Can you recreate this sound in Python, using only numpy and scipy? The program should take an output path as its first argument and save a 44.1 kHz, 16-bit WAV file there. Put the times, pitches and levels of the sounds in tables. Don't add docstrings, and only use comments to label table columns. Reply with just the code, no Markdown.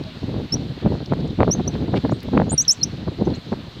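import sys
import numpy as np
from scipy import signal
from scipy.fft import rfft, irfft
from scipy.io import wavfile
from scipy.ndimage import uniform_filter1d

SR = 44100
rng = np.random.default_rng(int(sys.argv[2]) if len(sys.argv) > 2 else 0)


def volts_from_decibels(level):
    exponent = np.asarray(level, float) / 20
    return 10 ** exponent


def inscribe(sig):
    pcm = np.round(np.clip(np.atleast_2d(sig).T, -1, 1) * 32767)
    wavfile.write(sys.argv[1], SR, pcm.astype(np.int16))


N = 167580
T = np.arange(N) / SR
TOP_HZ = 15850

# [f/Hz, level/dB per Hz]
FOREST_SPECTRUM = [(300, 2), (1200, -2.5), (2400, -4.5), (4150, 1.5), (5260, -13), (9210, -30.5),
                   (10000, -33), (11700, -30), (15800, -37.5)]
FOREST_DB, FOREST_FLICKER_DB, SWELL_DB = -43.5, 1.13, .3

# [t/s, peak level/dB, ring f/Hz]
LEAF_TICKS = [(.037, -34.5, 3930), (.321, -38, 3850), (.667, -39.5, 3300), (1.059, -29, 4300),
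              (1.136, -45.5, 6430), (1.204, -34, 4000), (1.276, -44, 6120), (1.305, -35.5, 3930),
              (1.404, -33, 3560), (1.739, -31, 4000), (1.811, -40, 3950), (2.203, -32.5, 4400),
              (2.21, -60, 11500), (2.230, -34, 4100), (2.230, -41, 12500), (2.233, -50.5, 12350),
              (2.246, -55.5, 12500), (2.65, -26.5, 3600), (2.972, -36.5, 3660), (3.302, -33, 3600),
              (3.61, -42, 3950)]
TICK_T60_S, TICK_RISE_S, TICK_WIDTH_OCT, TICK_SKIRT_DB = .016, .0012, .3, -37
# [centre t/s, level/dB, length/s]
LEAF_RUSTLES = [
    (.81, -47, 0.034),
    (3.125, -51, .03),
    (3.36, -48.5, 0.048),
    (1.75, -44.5, 0.036),
    (1.968, -34, 0.021),
]
# [f/Hz, level/dB]
RUSTLE_SPECTRUM = [(600, -8), (2300, 0), (4200, -5), (7000, -27), (15800, -45)]
RUSTLE_ROUGH_DB = 2.5

# [centre t/s, level/dB, length/s]
FIRST_GUSTS = [(0.013, -20.5, 0.015), (0.057, -28.5, 0.024), (0.166, -25.5, 0.015), (0.234, -16.5, 0.012),
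               (0.3, -23, 0.064), (0.362, -18.5, 0.045), (0.405, -20, 0.031), (0.446, -23.5, 0.02),
               (0.55, -18, 0.029), (0.617, -24, 0.11), (0.656, -29, 0.023), (0.712, -24.5, 0.034),
               (0.775, -22, 0.0074), (0.834, -19.5, 0.021), (0.864, -10, 0.021), (0.928, -16.5, 0.067),
               (1.02, -20, 0.016), (1.124, -10.5, 0.015), (1.193, -20, 0.069), (1.253, -19.5, 0.035),
               (1.304, -22, 0.033), (1.335, -25.5, 0.024), (1.418, -9, 0.035), (1.488, -12.5, 0.03),
               (1.566, -21, 0.056), (1.606, -19, 0.014), (1.679, -19.5, 0.055), (1.821, -18, 0.06),
               (1.888, -16.5, 0.02)]
# [centre t/s, level/dB, length/s]
LAST_GUSTS = [(1.954, -13.5, 0.048), (2.053, -12, 0.019), (2.093, -19, 0.02), (2.123, -11, 0.011),
              (2.261, -22.5, 0.012), (2.287, -14.5, 0.0066), (2.375, -8, 0.016), (2.409, -13, 0.046),
              (2.477, -17, 0.028), (2.531, -14.5, 0.022), (2.608, -34, 0.074), (2.638, -41, 0.02),
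              (2.68, -26, 0.0078), (2.839, -28.5, 0.055), (2.937, -24.5, 0.022), (3.012, -26, 0.061),
              (3.081, -14.5, 0.014), (3.125, -24, 0.029), (3.221, -17.5, 0.048), (3.277, -10.5, 0.013),
              (3.313, -17.5, 0.043), (3.377, -21.5, 0.013), (3.485, -29, 0.038), (3.531, -12.5, 0.012),
              (3.587, -26.5, 0.047), (3.64, -27.5, 0.0091), (3.675, -24.5, 0.0087), (3.769, -28, 0.011)]
# [centre t/s, level/dB, length/s]
MORE_GUSTS = [(1.6, -13, 0.016), (1.752, -21.5, 0.048), (2.345, -12.5, 0.03), (2.336, -15, .008),
              (1.94, -17, .02), (1.395, -17, .014), (2.165, -25.5, 0.049), (1.085, -25.5, 0.032),
              (3.797, -26.5, 0.0083), (0.1, -34.5, .04), (2.88, -28, 0.043), (2.795, -30, 0.013),
              (2.245, -25, 0.014), (3.192, -21, .012)]
# [f/Hz, level/dB]
WIND_SPECTRUM = [(30, -39), (60, -10), (130, 0), (250, -2), (500, -7), (1000, -26.5), (2000, -36.5),
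                 (4000, -50)]
BREEZE_DB, WIND_DB, GUST_REF_DB = -41.5, -7, -4.5
EDDIES_PER_S, EDDY_SCATTER_DB, EDDY_CYCLES, SWIRL_SHARE = 450, 5, .43, .36
EVEN_S = .014
BRIGHTEN, BASS_EVEN = .34, .06
OWN_SHARE, LAG_CYCLES = .65, 3.5
# [t/s, peak level/dB, sharpness/octaves]
AIR_SLAPS = [(0.233, -23.5, -1.16), (.292, -25, -1.2), (.342, -20, -1.03), (.4, -23.5, -1.2),
             (.568, -26.5, -0.58), (.860, -17, -0.45), (.921, -17, -1.1), (.952, -22, -0.55),
             (1.004, -25, -0.66), (1.122, -8, -0.75), (1.1343, -14, -0.17), (1.389, -19, -1.2),
             (1.4042, -6, 0.083), (1.413, -7, -0.75), (1.4307, -4, 0.029), (1.446, -18, -.7),
             (1.478, -9, -0.64), (1.499, -12, -1.1), (1.551, -22.5, -0.63), (1.604, -29, -.9),
             (1.677, -24.5, -0.71), (1.753, -22, -0.25), (1.941, -11, -0.32), (2.05, -17, -0.21),
             (2.095, -18, -.3), (2.122, -11, -0.72), (2.283, -26, -1.1), (2.340, -24, -.4), (2.376, -5, .3),
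             (2.399, -7, -0.37), (2.418, -9.5, -0.23), (2.487, -25, -1.1), (2.519, -19.5, -0.4),
             (2.531, -20, -.7), (3.076, -22, -.4), (3.082, -19, -.7), (3.214, -17.5, -1.1),
             (3.222, -10, -1.4), (3.277, -13.5, -1.35), (3.301, -22, -1.1), (3.520, -16, -1.1),
             (3.527, -19, -0.35), (3.537, -14.5, -1.15)]
SLAP_HZ, SLAP_CYCLES, SLAP_DB = 894, .61, -2
PORT_HZ, PORT_LIMIT = 4000, .95

# (start t/s, length/s, level/dB, from f/Hz, to f/Hz)
DOVE_HOOT = (.03, .1, -37, 645, 620)
# [start t/s, length/s, peak level/dB, from f/Hz, to f/Hz]
FAR_WHISTLES = [
    (2.103, .105, -53, 5850, 8300),
    (3.336, .04, -48, 4700, 8050),
]
FAR_SLIDE_S, FAR_FADE_DB, FAR_ARCH_HZ, FAR_PEAK_S = .018, -24, 450, .055
LEAF_ECHO_DB, LEAF_ECHO_T60_S, TREES_DB, TREES_T60_S = -12, .045, -28, .25

# [t/s, f/Hz, peak level/dB]
HOOKED_CHIRPS = [
    [(.518, 5530, -56), (.524, 5373, -16.5), (.533, 5400, -15), (.541, 5600, -17), (.547, 5920, -18),
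     (.551, 6300, -42)],
    [(2.576, 6300, -41), (2.580, 5900, -12), (2.584, 5580, -12), (2.593, 5610, -10.5), (2.601, 5750, -13.5),
     (2.612, 6150, -13), (2.620, 6660, -18), (2.626, 7700, -30), (2.632, 8050, -50)],
    [(2.677, 6380, -53), (2.681, 5770, -8), (2.688, 5370, -12), (2.695, 5184, -7), (2.706, 5540, -7.5),
     (2.718, 6270, -13), (2.724, 7100, -19), (2.730, 7900, -30), (2.738, 8200, -43)],
]
# [start t/s, length/s, peak level/dB, from
# f/Hz, to f/Hz]
SHORT_PEEPS = [(1.506, .038, -14.5, 5260, 6490), (1.674, 0.014, -18, 5410, 6350),
               (2.492, 0.017, -25.5, 6620, 7080), (2.504, 0.011, -22, 6850, 7250),
               (2.513, .039, -22, 7850, 9350), (2.808, .021, -24, 4270, 4230),
               (3.334, .02, -32, 4100, 4250), (3.353, .016, -36, 4000, 4150),
               (2.827, 0.018, -10.5, 4700, 6450), (3.245, 0.023, -47, 6050, 6150),
               (3.252, .014, -58, 6440, 7100), (3.333, .03, -71, 12300, 11700)]
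PEEP_BEND, PEEP_EDGE_S, PEEP_FADE_DB, EDGE_DB = .85, .008, -6, -30
OCTAVE_DB, THIRD_DB, OVERTONE_GROWTH, OVERTONE_DB_PER_KHZ = -27, -46, .65, -3.5
WOBBLE_DB, WOBBLE_PER_S = 1.5, 250

NOTCH_HZ, NOTCH_WIDTH_HZ, NOTCH_SHARE = 9920, 180, .75
OFFSET = -.0007


def unit(x):
    return x / np.sqrt(np.mean(x ** 2))


def curve(table, hz):
    points_hz, points_db = np.array(table).T
    return np.interp(np.log(hz + 1e-9), np.log(points_hz), points_db)


def colour(x, table):
    return irfft(rfft(x) * volts_from_decibels(curve(table, np.arange(N // 2 + 1) * SR / N)), N)


def smooth_twice(x, k):
    return uniform_filter1d(uniform_filter1d(x, k), k)


def walk(rate):
    k = int(SR / rate)
    held = np.repeat(rng.standard_normal(N // k + 1), k)
    return unit(smooth_twice(held, k)[:N])


def bumps(rows):
    return sum(volts_from_decibels(2 * db) * np.exp(-(2 * (T - s) / length) ** 2) for s, db, length in rows)


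def forest():
    spectrum = rfft(unit(colour(rng.standard_normal(N), FOREST_SPECTRUM)))
    f = np.arange(N // 2 + 1) * SR / N
    swell, out = walk(1.9), 0
    edges_hz = [0, 1000, 2000, 3000, 4000, 5000, 7000, 10000, SR]
    for lo, hi in zip(edges_hz, edges_hz[1:]):
        band = irfft(spectrum * (f >= lo) * (f < hi), N)
        out = out + volts_from_decibels(SWELL_DB * swell + FOREST_FLICKER_DB * walk(30.1)) * band
    return volts_from_decibels(FOREST_DB) * out


def leaf_rustles():
    hiss = unit(colour(rng.standard_normal(N), RUSTLE_SPECTRUM))
    return np.sqrt(bumps(LEAF_RUSTLES)) * volts_from_decibels(RUSTLE_ROUGH_DB * walk(440)) * hiss


def leaf_ticks():
    out, t = np.zeros(N), T[:1024]
    f = np.arange(1, 514) * SR / 1024
    for s, db, hz in LEAF_TICKS:
        ring = np.exp(-.5 * (np.log2(f / hz) / TICK_WIDTH_OCT) ** 2) + volts_from_decibels(TICK_SKIRT_DB) * (f > hz / 3)
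        burst = unit(irfft(rfft(rng.standard_normal(1024)) * ring))
        envelope = volts_from_decibels(db - 60 * t / TICK_T60_S) * np.minimum(t / TICK_RISE_S, 1) ** 2
        out[int(s * SR):][:1024] += envelope * burst
    return out


def wavelet(hz, cycles):
    t = np.arange(-2048, 2049) / SR
    return np.sin(2 * np.pi * hz * t + .47) * np.exp(-.5 * (t * hz / cycles) ** 2)


def eddies():
    hit = rng.random(N) < EDDIES_PER_S / SR
    size = np.minimum(rng.exponential(size=N), 3)
    sign = np.sign(rng.standard_normal(N))
    knocks = unit(hit * volts_from_decibels(EDDY_SCATTER_DB * size) * sign) + SWIRL_SHARE * rng.standard_normal(N)
    return knocks / np.sqrt(smooth_twice(knocks ** 2, int(EVEN_S * SR)))


def buffets():
    gust = volts_from_decibels(2 * BREEZE_DB) + bumps(list(FIRST_GUSTS) + list(LAST_GUSTS) + list(MORE_GUSTS))
    shared, out = eddies(), 0
    for hz in 45 * 2 ** np.arange(0, 6.6, .75):
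        gust_db = 10 * np.log10(uniform_filter1d(gust, 1 + int(LAG_CYCLES * SR / hz)))
        octaves = np.log2(hz / 200)
        tilt = octaves * (BRIGHTEN if octaves > 0 else BASS_EVEN)
        db = curve(WIND_SPECTRUM, hz) + 10 * np.log10(hz / 130) + gust_db + tilt * (gust_db - GUST_REF_DB)
        own = min(OWN_SHARE * np.sqrt(250 / hz), 1)
        knocks = (1 - own) * shared + own * np.roll(shared, int(hz) * 37)
        out = out + volts_from_decibels(db) * unit(signal.fftconvolve(knocks, wavelet(hz, EDDY_CYCLES), "same"))
    return volts_from_decibels(WIND_DB) * out


def air_slaps():
    out = np.zeros(N)
    for s, db, sharp in AIR_SLAPS:
        hz, i = SLAP_HZ * 2 ** sharp, int((s + .001) * SR)
        slap = wavelet(hz, SLAP_CYCLES)
        slap = slap + .5 * wavelet(2.02 * hz, SLAP_CYCLES) + .74 * wavelet(hz / 1.8, SLAP_CYCLES)
        sign = np.sign(rng.standard_normal())
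        out[i - len(slap) // 2:][:len(slap)] += volts_from_decibels(db + SLAP_DB) * sign * slap
    return out


def wind_at_port():
    limited = PORT_LIMIT * np.tanh((buffets() + air_slaps()) / PORT_LIMIT)
    return signal.sosfilt(signal.butter(4, PORT_HZ, fs=SR, output="sos"), limited)


def whistle(hz, db, rich=True):
    out, on = np.zeros(N), db > -110
    hz, db = hz[on], db[on]
    phase = 2 * np.pi * np.cumsum(hz) / SR
    over = volts_from_decibels(OCTAVE_DB) * np.sin(2 * phase) + volts_from_decibels(THIRD_DB) * np.sin(3 * phase) * (3 * hz < TOP_HZ)
    effort = volts_from_decibels(OVERTONE_GROWTH * (db + 9.5) + OVERTONE_DB_PER_KHZ * np.abs(hz - 5500) / 1000)
    out[on] = volts_from_decibels(db) * (np.sin(phase) + rich * effort * over)
    return out


def glide(row, bend, edge_s, fade_db, rich=True):
    s, length, db, from_hz, to_hz = row
    shape = np.interp(T - s, [-.002, 0, edge_s, length - edge_s / 2, length, length + .002],
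                      [-120, EDGE_DB, 0, fade_db, EDGE_DB, -120])
    return whistle(from_hz + (to_hz - from_hz) * bend, db + uniform_filter1d(shape, 80), rich)


def far_dove():
    s, length = DOVE_HOOT[:2]
    return glide(DOVE_HOOT, np.clip((T - s) / length, 0, 1), .04, -9, False)


def far_monkeys():
    out = 0
    for row in FAR_WHISTLES:
        t, span_hz = T - row[0], row[4] - row[3]
        slide = np.tanh((np.clip(t, 0, 1) / FAR_SLIDE_S) ** 2)
        arch = FAR_ARCH_HZ * (t / FAR_PEAK_S - 1) ** 2 / span_hz
        out = out + glide(row, slide - arch, .003, FAR_FADE_DB, False) * volts_from_decibels(4 * walk(200))
    return out


def foliage_echo(calls):
    t, echo = T[:SR // 3], 0
    for t60, db in ((LEAF_ECHO_T60_S, LEAF_ECHO_DB), (TREES_T60_S, TREES_DB)):
        decay = volts_from_decibels(db - 60 * t / t60) * np.sqrt(2 * np.log(1000) / t60 / SR)
        echo = echo + decay * rng.standard_normal(len(t)) * np.clip(t / .003 - .4, 0, 1)
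    return signal.fftconvolve(calls, echo)[:N]


def near_monkey():
    out = 0
    for chirp in HOOKED_CHIRPS:
        s, hz, db = np.array(chirp).T
        pitch = uniform_filter1d(np.interp(T, s, hz), 130)
        level = uniform_filter1d(np.interp(T, s, db, left=-112, right=-112), 130)
        out = out + whistle(pitch, level)
    for row in SHORT_PEEPS:
        bend = np.clip((T - row[0]) / row[1], 0, 1) ** PEEP_BEND
        out = out + glide(row, bend, min(PEEP_EDGE_S, row[1] / 3.2), PEEP_FADE_DB)
    return out * volts_from_decibels(WOBBLE_DB * walk(WOBBLE_PER_S))


def scene():
    far, near = far_monkeys(), near_monkey()
    calls = far_dove() + far + near + foliage_echo(near + 5 * far)
    return (forest() + leaf_rustles() + leaf_ticks() + wind_at_port() + calls)[None]


def low_pass(x):
    return signal.sosfilt(signal.butter(12, 15950, fs=SR, output="sos"), x)


def record(dry):
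    x = signal.sosfilt(signal.butter(2, 45, "high", fs=SR, output="sos"), dry)
    f = np.arange(N // 2 + 1) * SR / N
    dip = 1 - NOTCH_SHARE * np.exp(-.5 * ((f - NOTCH_HZ) / NOTCH_WIDTH_HZ) ** 2)
    mix = irfft(rfft(x) * dip * (f < TOP_HZ), N) + OFFSET
    return low_pass(mix)


dry = scene()
out = record(dry)
inscribe(out)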